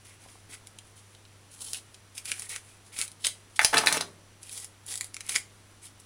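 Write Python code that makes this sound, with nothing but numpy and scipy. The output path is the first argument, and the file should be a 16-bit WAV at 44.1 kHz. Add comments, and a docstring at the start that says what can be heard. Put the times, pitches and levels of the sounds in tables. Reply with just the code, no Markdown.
"""A fridge hums in a small kitchen while a green banana is peeled by hand over a stone counter.
The thick skin starts to rip in runs of tiny fibre breaks, fingertips slip and a knife clicks lightly.
The skin gives way in crisp snaps, and strips come free with a dull thock. Midway the wooden-handled
knife is put down: it knocks, slides and rings as it clatters to rest. Then the peeling goes on."""
import sys
import numpy as np
from scipy import signal
from scipy.fft import rfft, irfft
from scipy.io import wavfile
from scipy.ndimage import uniform_filter1d

SR = 44100
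rng = np.random.default_rng(int(sys.argv[2]) if len(sys.argv) > 2 else 0)


def waveform_to_disk(signal):
    """Save audio, clipped to [-1, 1], as 16-bit WAV at the path in sys.argv[1]."""
    frames = np.transpose(np.atleast_2d(signal))
    scaled = np.clip(frames, -1, 1) * 32767
    samples = np.round(scaled).astype(np.int16)
    wavfile.write(sys.argv[1], SR, samples)


N = 266805
TIME = np.arange(N) / SR

# Pulls on the skin: start/s, length/s, relative level/dB, swell/dB, flap against crackle/dB, flap f/Hz
SKIN_PULLS = [(0.052, 0.09, -56, -2, -4.5, 2260), (0.207, 0.17, -62.5, -7, -3.5, 2250),
              (0.501, 0.047, -46.5, 2.5, -7, 2360), (0.968, 0.03, -53, -3, -15, 3530),
              (1.513, 0.11, -52.5, 1, -20, 3240), (1.609, 0.1, -42, 6, -23, 3120),
              (1.743, 0.03, -38.5, -2, -11, 3230), (2.156, 0.037, -44.5, 4, -12, 2700),
              (2.253, 0.049, -38.5, 8, -10.5, 2700), (2.332, 0.13, -43, 0, -11, 2200),
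              (2.502, 0.075, -39.5, -6, -8, 2270), (2.65, 0.12, -60, -2, -4.5, 2770),
              (2.931, 0.04, -43, 5, -8.5, 2540), (2.99, 0.059, -33.5, -7.5, -10, 2400),
              (3.206, 0.034, -53.5, 1, -5, 3770), (3.253, 0.032, -30, -9, -6, 3750),
              (4.42, 0.08, -50.5, 7, -13, 2900), (4.519, 0.13, -41, -6, -18.5, 2280),
              (4.879, 0.047, -36, 5.5, -18, 2190), (4.945, 0.12, -45.5, -2, -22, 2260),
              (5.24, 0.035, -51, 8, -6, 2350), (5.298, 0.08, -31.5, 2, -12, 2430),
              (5.828, 0.037, -43.5, 4, -17, 2430)]
# Crisp snaps of the skin, and one light knife click (at 0.79 s):
# t/s, relative crack level/dB, relative pop level/dB, fading time/ms
SNAPS_AND_CLICK = [(0.671, -41.5, -56, 2.3), (0.7873, -42, -48, 1.2), (1.1498, -71, -53, 1.8),
                   (1.252, -72, -55, 1.5), (1.615, -36.5, -68, 6.6), (1.6457, -37, -69, 2.2),
                   (1.7331, -25, -42, 0.29), (1.7455, -38, -43.5, 1.5), (1.944, -47, -52, 4.3),
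                   (2.1795, -32, -41, 1.5), (2.2557, -32, -44, 1.6), (2.3168, -26.5, -28, 1.6),
                   (2.3958, -30.5, -52, 1.7), (2.4212, -35.5, -44, 0.65), (2.4937, -32.5, -63, 3.5),
                   (2.562, -32, -37, 0.85), (2.9891, -30, -39, 1.3), (3.0146, -24.5, -35.5, 0.35),
                   (3.0229, -31.5, -38, 2.7), (3.0788, -39, -55, 1.5), (3.117, -43, -68, 0.79),
                   (3.241, -42, -57, 1.1), (3.247, -26, -29, 1.3), (3.2684, -21, -26.5, 1.2),
                   (3.56, -38, -45, 11), (3.567, -44, -51, 2.1), (4.4308, -41, -61, 2),
                   (4.494, -42, -50.5, 1.6), (4.528, -38, -57, 1.2), (4.5766, -33, -51, 3),
                   (4.6006, -40, -62, 1.6), (4.6452, -38, -53, 1.9), (4.8642, -38, -67, 1.2),
                   (4.9403, -34, -45, 0.75), (4.9561, -30.5, -51, 1.4), (4.9758, -30.5, -59, 2),
                   (5.0099, -25.5, -35, 0.74), (5.044, -34.5, -63, 0.96), (5.1434, -35, -45, 1.4),
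                   (5.1667, -36.5, -39, 0.57), (5.2068, -35, -40.5, 3.8), (5.266, -41, -64, 0.81),
                   (5.293, -24, -34, 3.9), (5.356, -31, -28.5, 1.1), (5.3607, -22, -24, 0.77),
                   (5.9997, -45.5, -73, 3.5)]
# Tone colour of breaking fibres: f/Hz, level/dB
FIBRE_COLOUR = [(200, -9.5), (900, -1.5), (1900, -16.5), (3300, 3.5), (5800, 1.5), (9000, 2.5),
                (16000, 4.5)]
# Tone colour of the knife touching stone: f/Hz, level/dB
KNIFE_COLOUR = [(30, -39), (170, -32), (330, -12.5), (550, 3), (800, 8), (1300, 3.5), (1800, 6.5),
                (2600, 0.5), (3200, -3), (4500, 0), (7400, -7), (10000, -2.5), (16000, 7)]


def undb(db):
    """Turn decibels into a gain."""
    return 10 ** (np.asarray(db) / 20)


def unit(x):
    """Scale to an average (rms) size of 1."""
    return x / np.sqrt(np.mean(x ** 2))


def add(track, s, sound):
    """Mix a sound into a track from time s."""
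    i = int(s * SR)
    track[i:i + len(sound)] += sound[:N - i]


def response(points, centre_hz=None, octaves=1, depth_db=0, size=2048):
    """Make a filter from (f/Hz, level/dB) points, with a broad hump if a centre is given."""
    log_hz = np.log2(np.maximum(np.fft.rfftfreq(size, 1 / SR), 1))
    hz, db = np.transpose(points)
    db = np.interp(log_hz, np.log2(hz), db)
    if centre_hz is not None:
        hump = np.exp(-.5 * ((log_hz - np.log2(centre_hz)) / octaves) ** 2)
        db = db + depth_db * (hump - 1)
    # these steps make the filter ring only after a hit, never before it
    cepstrum = irfft(np.log(undb(db)))
    cepstrum[1:size // 2] *= 2
    cepstrum[size // 2 + 1:] = 0
    return irfft(np.exp(rfft(cepstrum)))


def through(x, ir):
    """Pass a sound through a filter; ir is the filter's answer to a single click."""
    return signal.oaconvolve(x, ir)[:len(x)]


def wander(per_s):
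    """A smooth random drift with a spread near 1."""
    hold = int(SR / per_s)
    steps = np.repeat(rng.standard_normal(N // hold + 2), hold)
    return unit(uniform_filter1d(steps, hold)[:N])


def burst(ms, after, first, size=2048):
    """One sharp click of size first, then a quickly dying train of random ones."""
    t_ms = 1000 * np.arange(size) / SR
    train = rng.standard_normal(size) * np.exp(-t_ms / max(ms, .1))
    train *= after * np.sqrt(abs(ms)) / np.linalg.norm(train)
    train[0] = first
    return train


def at_level(x, db):
    """Give a short sound the energy of 4 ms at this level."""
    return x * undb(db) * np.sqrt(.004 * SR) / np.linalg.norm(x)


def stroke(start, length, db, swell_db, attack_s, release_s):
    """Loudness of one movement: it rises quickly, swells or sags evenly, then dies away."""
    t = TIME - start
    hold = undb(db + swell_db * (np.clip(t / length, 0, 1) - .5))
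    return hold * np.clip(1 + t / attack_s, 0, 1) * np.exp(-np.maximum(t - length, 0) / release_s)


def fridge_and_air():
    """Steady kitchen air and a slightly wavering hum."""
    # Tone colour of the air: f/Hz, level/dB
    air_colour = [(20, 1.5), (50, -0.5), (75, -0.5), (130, -1), (200, -4.5), (330, -4), (600, -8.5),
                  (1200, -9.5), (3000, -13.5), (6000, -18.5), (10000, -21), (16000, -11)]
    # Fridge hum and a thin electrical whine: f/Hz, level/dB
    hum_tones = [(99.6, -59), (210, -74.5), (5880, -76)]
    air = undb(-55.5) * unit(through(rng.standard_normal(N), response(air_colour)))
    hum = np.zeros(N)
    for hz, db in hum_tones:
        gain = undb(db + 0.61 * wander(9.0))
        phase = 2 * np.pi * np.cumsum(hz + 0.54 * wander(6.03)) / SR
        hum += gain * unit(np.sin(phase))
    return air + hum


def fibre_breaks(per_s, scatter_db, hiss):
    """Random breaks of uneven size, bunched as the skin sticks and slips, over a fine wet hiss."""
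    sizes = undb(scatter_db * np.minimum(rng.exponential(1, N), 4))
    breaks = (rng.random(N) < per_s / SR) * sizes * rng.choice([-1, 1], N)
    return (unit(breaks) + hiss * rng.standard_normal(N)) * undb(4.1 * wander(190))


def flap(hz, base_hz=2274):
    """The hollow ring of a flap of skin; a short, stiff one rings higher."""
    # Tone colour of a flap pitched at base_hz: f/Hz, level/dB
    flap_colour = [(200, -28), (700, -26), (1200, -4), (1650, -2), (2000, 7.5), (2550, 1.5), (3300, -4.5),
                   (4500, -10.5), (9000, -25)]
    return response([(f * hz / base_hz, db) for f, db in flap_colour])


def tearing(lead_s=.012):
    """Each pull breaks fibres and makes the sap fizz; the freed flap of skin adds a hollow ring."""
    breaks = fibre_breaks(per_s=3200, scatter_db=3.5, hiss=0.33)
    fizz = unit(through(rng.standard_normal(N), response(FIBRE_COLOUR, 9800, octaves=0.77, depth_db=18)))
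    crackle = unit(through(breaks, response(FIBRE_COLOUR))) + undb(-3.5) * fizz
    tugs = unit(fibre_breaks(per_s=1500, scatter_db=3.5, hiss=0.27))
    effort = undb(-67 + 4.8 * wander(12))  # fingers never quite rest on the skin
    hollow = np.zeros(N)
    for start, length, db, swell_db, flap_db, hz in SKIN_PULLS:
        pull = stroke(start, length, db, swell_db, attack_s=0.013, release_s=0.011)
        ring = flap(hz)
        effort += pull
        hollow += undb(flap_db) * through(pull * tugs, ring / np.linalg.norm(ring))
    rise = np.linspace(0, 1, int(lead_s * SR)) ** 2  # the crackle swells just before a snap or click
    for s, crack_db, *_ in SNAPS_AND_CLICK:
        add(effort, s - lead_s, undb(crack_db - 10) * rise)
    return undb(-4.5) * effort * crackle + undb(-1.5) * hollow


def fingers(size=2048):
    """Fingertips give short, soft squeaks on the waxy skin."""
    # Slips and bumps on the fruit: t/s, relative level/dB, f/Hz
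    slips = [(0.253, -44, 1030), (0.261, -41.5, 656), (0.355, -41, 970), (0.494, -43.5, 447),
             (0.54, -42, 1470)]
    out, t = np.zeros(N), np.arange(size) / SR
    for s, db, hz in slips:
        tone = np.sin(2 * np.pi * hz * t) * np.exp(-t / 0.0017)
        slip = through(burst(2.0, after=1.4, first=0.73), tone)
        add(out, s, undb(db - 4.0) * slip / np.abs(slip).max())
    return out


def snaps_and_click():
    """The skin snaps with a crack and a pop of its flap; one light knife click is made the same way."""
    out = np.zeros(N)
    for s, crack_db, pop_db, ms in SNAPS_AND_CLICK:
        hz = 5520 * 2 ** (0.033 * (crack_db - pop_db))  # the more pop, the duller the crack
        crack = through(burst(ms, after=3.8, first=0.43), response(FIBRE_COLOUR, hz, depth_db=13))
        *_, flap_hz = min(SKIN_PULLS, key=lambda pull: abs(pull[0] + pull[1] / 2 - s))  # nearest pull
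        pop = through(burst(ms, after=2.0, first=1.0), flap(flap_hz))
        add(out, s, at_level(crack, crack_db - 1.55) + at_level(pop, pop_db - .6))
    return out


def thocks():
    """A whole strip of skin lets go and jolts the firm fruit, which gives a dull thock."""
    # Tone colour of the flesh: f/Hz, level/dB
    flesh_colour = [(100, -17), (280, 0.5), (480, -1.5), (1150, 2.5), (1700, 14.5), (4000, -26)]
    # Strips coming free: t/s, level/dB
    jolts = [(1.7337, -52.5), (2.318, -44), (3.0153, -53), (3.2484, -37.5), (3.269, -44), (5.009, -65),
             (5.3565, -41), (5.3612, -32.5)]
    out, flesh = np.zeros(N), response(flesh_colour)
    for s, db in jolts:
        thock = through(burst(4.1, after=5.0, first=0.35), flesh)
        add(out, s, at_level(thock, db))
    return out


def knife(size=24576, thump_s=3.644):
    """The handle knocks dully, the blade slaps, chatters and slides; all of it rings the same tones."""
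    # Knife hitting the counter: t/s, relative level/dB, centre f/Hz, chatter time/ms
    blows = [(3.5927, -3.5, 1660, 1.4), (3.603, -19, 1400, 1.4), (3.6164, -16.5, 1400, 1.7),
             (3.6470, -4, 6270, 1.5), (3.6482, -6.5, 5900, 1.1), (3.7342, -17, 960, 0.91),
             (3.7404, -14, 1830, 2.6), (3.7707, -9, 3350, 2.7), (3.7801, -9.5, 6050, 2.9),
             (3.7841, -12, 3700, 3.6), (3.8367, -19, 990, 4.6), (3.8611, -14, 6400, 3.4),
             (3.8711, -4.5, 3500, 1.5), (3.882, -17, 3600, 1.3), (3.9171, -20, 1430, 4.7),
             (3.9256, -9.5, 5750, 3.3), (3.945, -19, 2460, 12), (3.977, -22, 3240, 3.9),
             (4.0069, -27, 1610, 0.34), (4.0100, -16.5, 5200, 2.5)]
    # Ringing of handle, blade and counter: f/Hz, relative level/dB, 60 dB fading time/s
    ring_tones = [(169, -7, .55), (708, -5, 0.13), (879, -3, 0.15), (1030, -14, 0.17), (1140, -3.5, 0.25),
                  (1445, -10, 0.17), (1630, -1.5, .12), (1810, -4, 0.089), (1880, -6, 0.09),
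                  (2700, -2, .13), (3232, 1, .15), (3495, -2, 0.11), (3770, -14, 0.043), (4180, 2, 0.1),
                  (4620, -21, .13), (5560, -7, 0.2), (6080, 4, 0.13), (7920, 2, 0.15), (9840, 9, .06)]
    contact, t = knife_sliding(), np.arange(size) / SR
    for s, db, hz, ms in blows:
        blow = through(burst(ms, after=1.45, first=0.83), response(KNIFE_COLOUR, hz, depth_db=18))
        add(contact, s, at_level(blow, db - 8.0))
    ring = sum(undb(db) * np.sin(2 * np.pi * hz * t) * undb(-60 * t / fade_s)
               for hz, db, fade_s in ring_tones)
    # one short, low thump sounds with the blade's loudest slap
    thump = np.zeros(N)
    add(thump, thump_s, undb(-33) * np.sin(2 * np.pi * 70 * t) * np.exp(-t / 0.0031))
    return contact + undb(-50.0) * through(contact, ring) + thump


def knife_sliding():
    """Grit of the stone catches the sliding blade and shakes the handle."""
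    # Slides between blows: start/s, length/s, relative level/dB, swell/dB, handle against blade/dB
    slides = [(3.616, 0.024, -26.5, 7.5, -12.5), (3.687, 0.031, -37, 9, -35), (3.743, 0.042, -38, -7.5, 13),
              (3.788, 0.086, -40.5, 2, 6.5), (3.88, 0.092, -29.5, -2, -3), (4.01, 0.02, -43, -8, 5)]
    # Tone colour of the rocking handle: f/Hz, level/dB
    handle_colour = [(30, -14), (100, -17.5), (170, -2), (280, -3), (400, -0.5), (750, 1), (1550, 1),
                     (3000, -7), (7000, -17.5)]
    grit = rng.standard_normal(N) * undb(3.8 * wander(300))
    blade = unit(through(grit, response(KNIFE_COLOUR, 7340, depth_db=14.5)))
    handle = unit(through(grit, response(handle_colour)))
    out = np.zeros(N)
    for start, length, db, swell_db, handle_db in slides:
        slide = stroke(start, length, db, swell_db, attack_s=0.019, release_s=0.0057)
        out += slide * (blade + undb(handle_db) * handle)
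    return undb(-4) * out


def room(x, size=32768):
    """Echoes from one place in the kitchen: tiles and cupboards answer early, the bass lingers longest."""
    t = np.arange(size) / SR
    low_pass = signal.butter(2, 450, fs=SR, output="sos")
    bass = signal.sosfilt(low_pass, rng.standard_normal(size)) * undb(-60 * t / 0.65)
    bright = rng.standard_normal(size) * undb(-60 * t / 0.23)
    tail = (bass + bright) * np.clip(t / 0.0012, 0, 1)
    bounces = rng.standard_normal(size) * (rng.random(size) < 2500 / SR)
    early = bounces * (t > .0007) * np.exp(-t / 0.0085)
    echoes = undb(-8.0) * tail / np.linalg.norm(tail) + undb(-5.5) * early / np.linalg.norm(early)
    echoes[0] = 1  # the direct sound
    return through(x, echoes)


def scene():
    """The hands drift between two places, so their echoes keep changing; the knife lands in a third."""
    peeling = tearing() + snaps_and_click() + thocks() + fingers()
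    place = .5 + .5 * np.tanh(2 * wander(2.996))
    hands = room(peeling * place) + room(peeling * (1 - place))
    return (hands + room(knife()) + fridge_and_air())[None]


def record(dry, ceiling=.62, top_hz=15800):
    """A small microphone with a treble peak and a dull top; the hardest knocks are rounded off."""
    # Tone colour of the microphone: f/Hz, level/dB
    microphone_colour = [(20, -2), (7000, 2), (8800, 3.5), (10300, 6), (11000, -2), (11450, -9.5),
                         (11780, -24), (12150, -13.5), (13000, -9.5), (15500, -18)]
    sound = through(dry[0], response(microphone_colour))
    rounded = sound / (1 + (sound / ceiling) ** 4) ** .25
    low_pass = signal.ellip(8, .2, 70, top_hz, fs=SR, output="sos")
    return signal.sosfilt(low_pass, rounded)[None]


dry = scene()
out = record(dry)
waveform_to_disk(out)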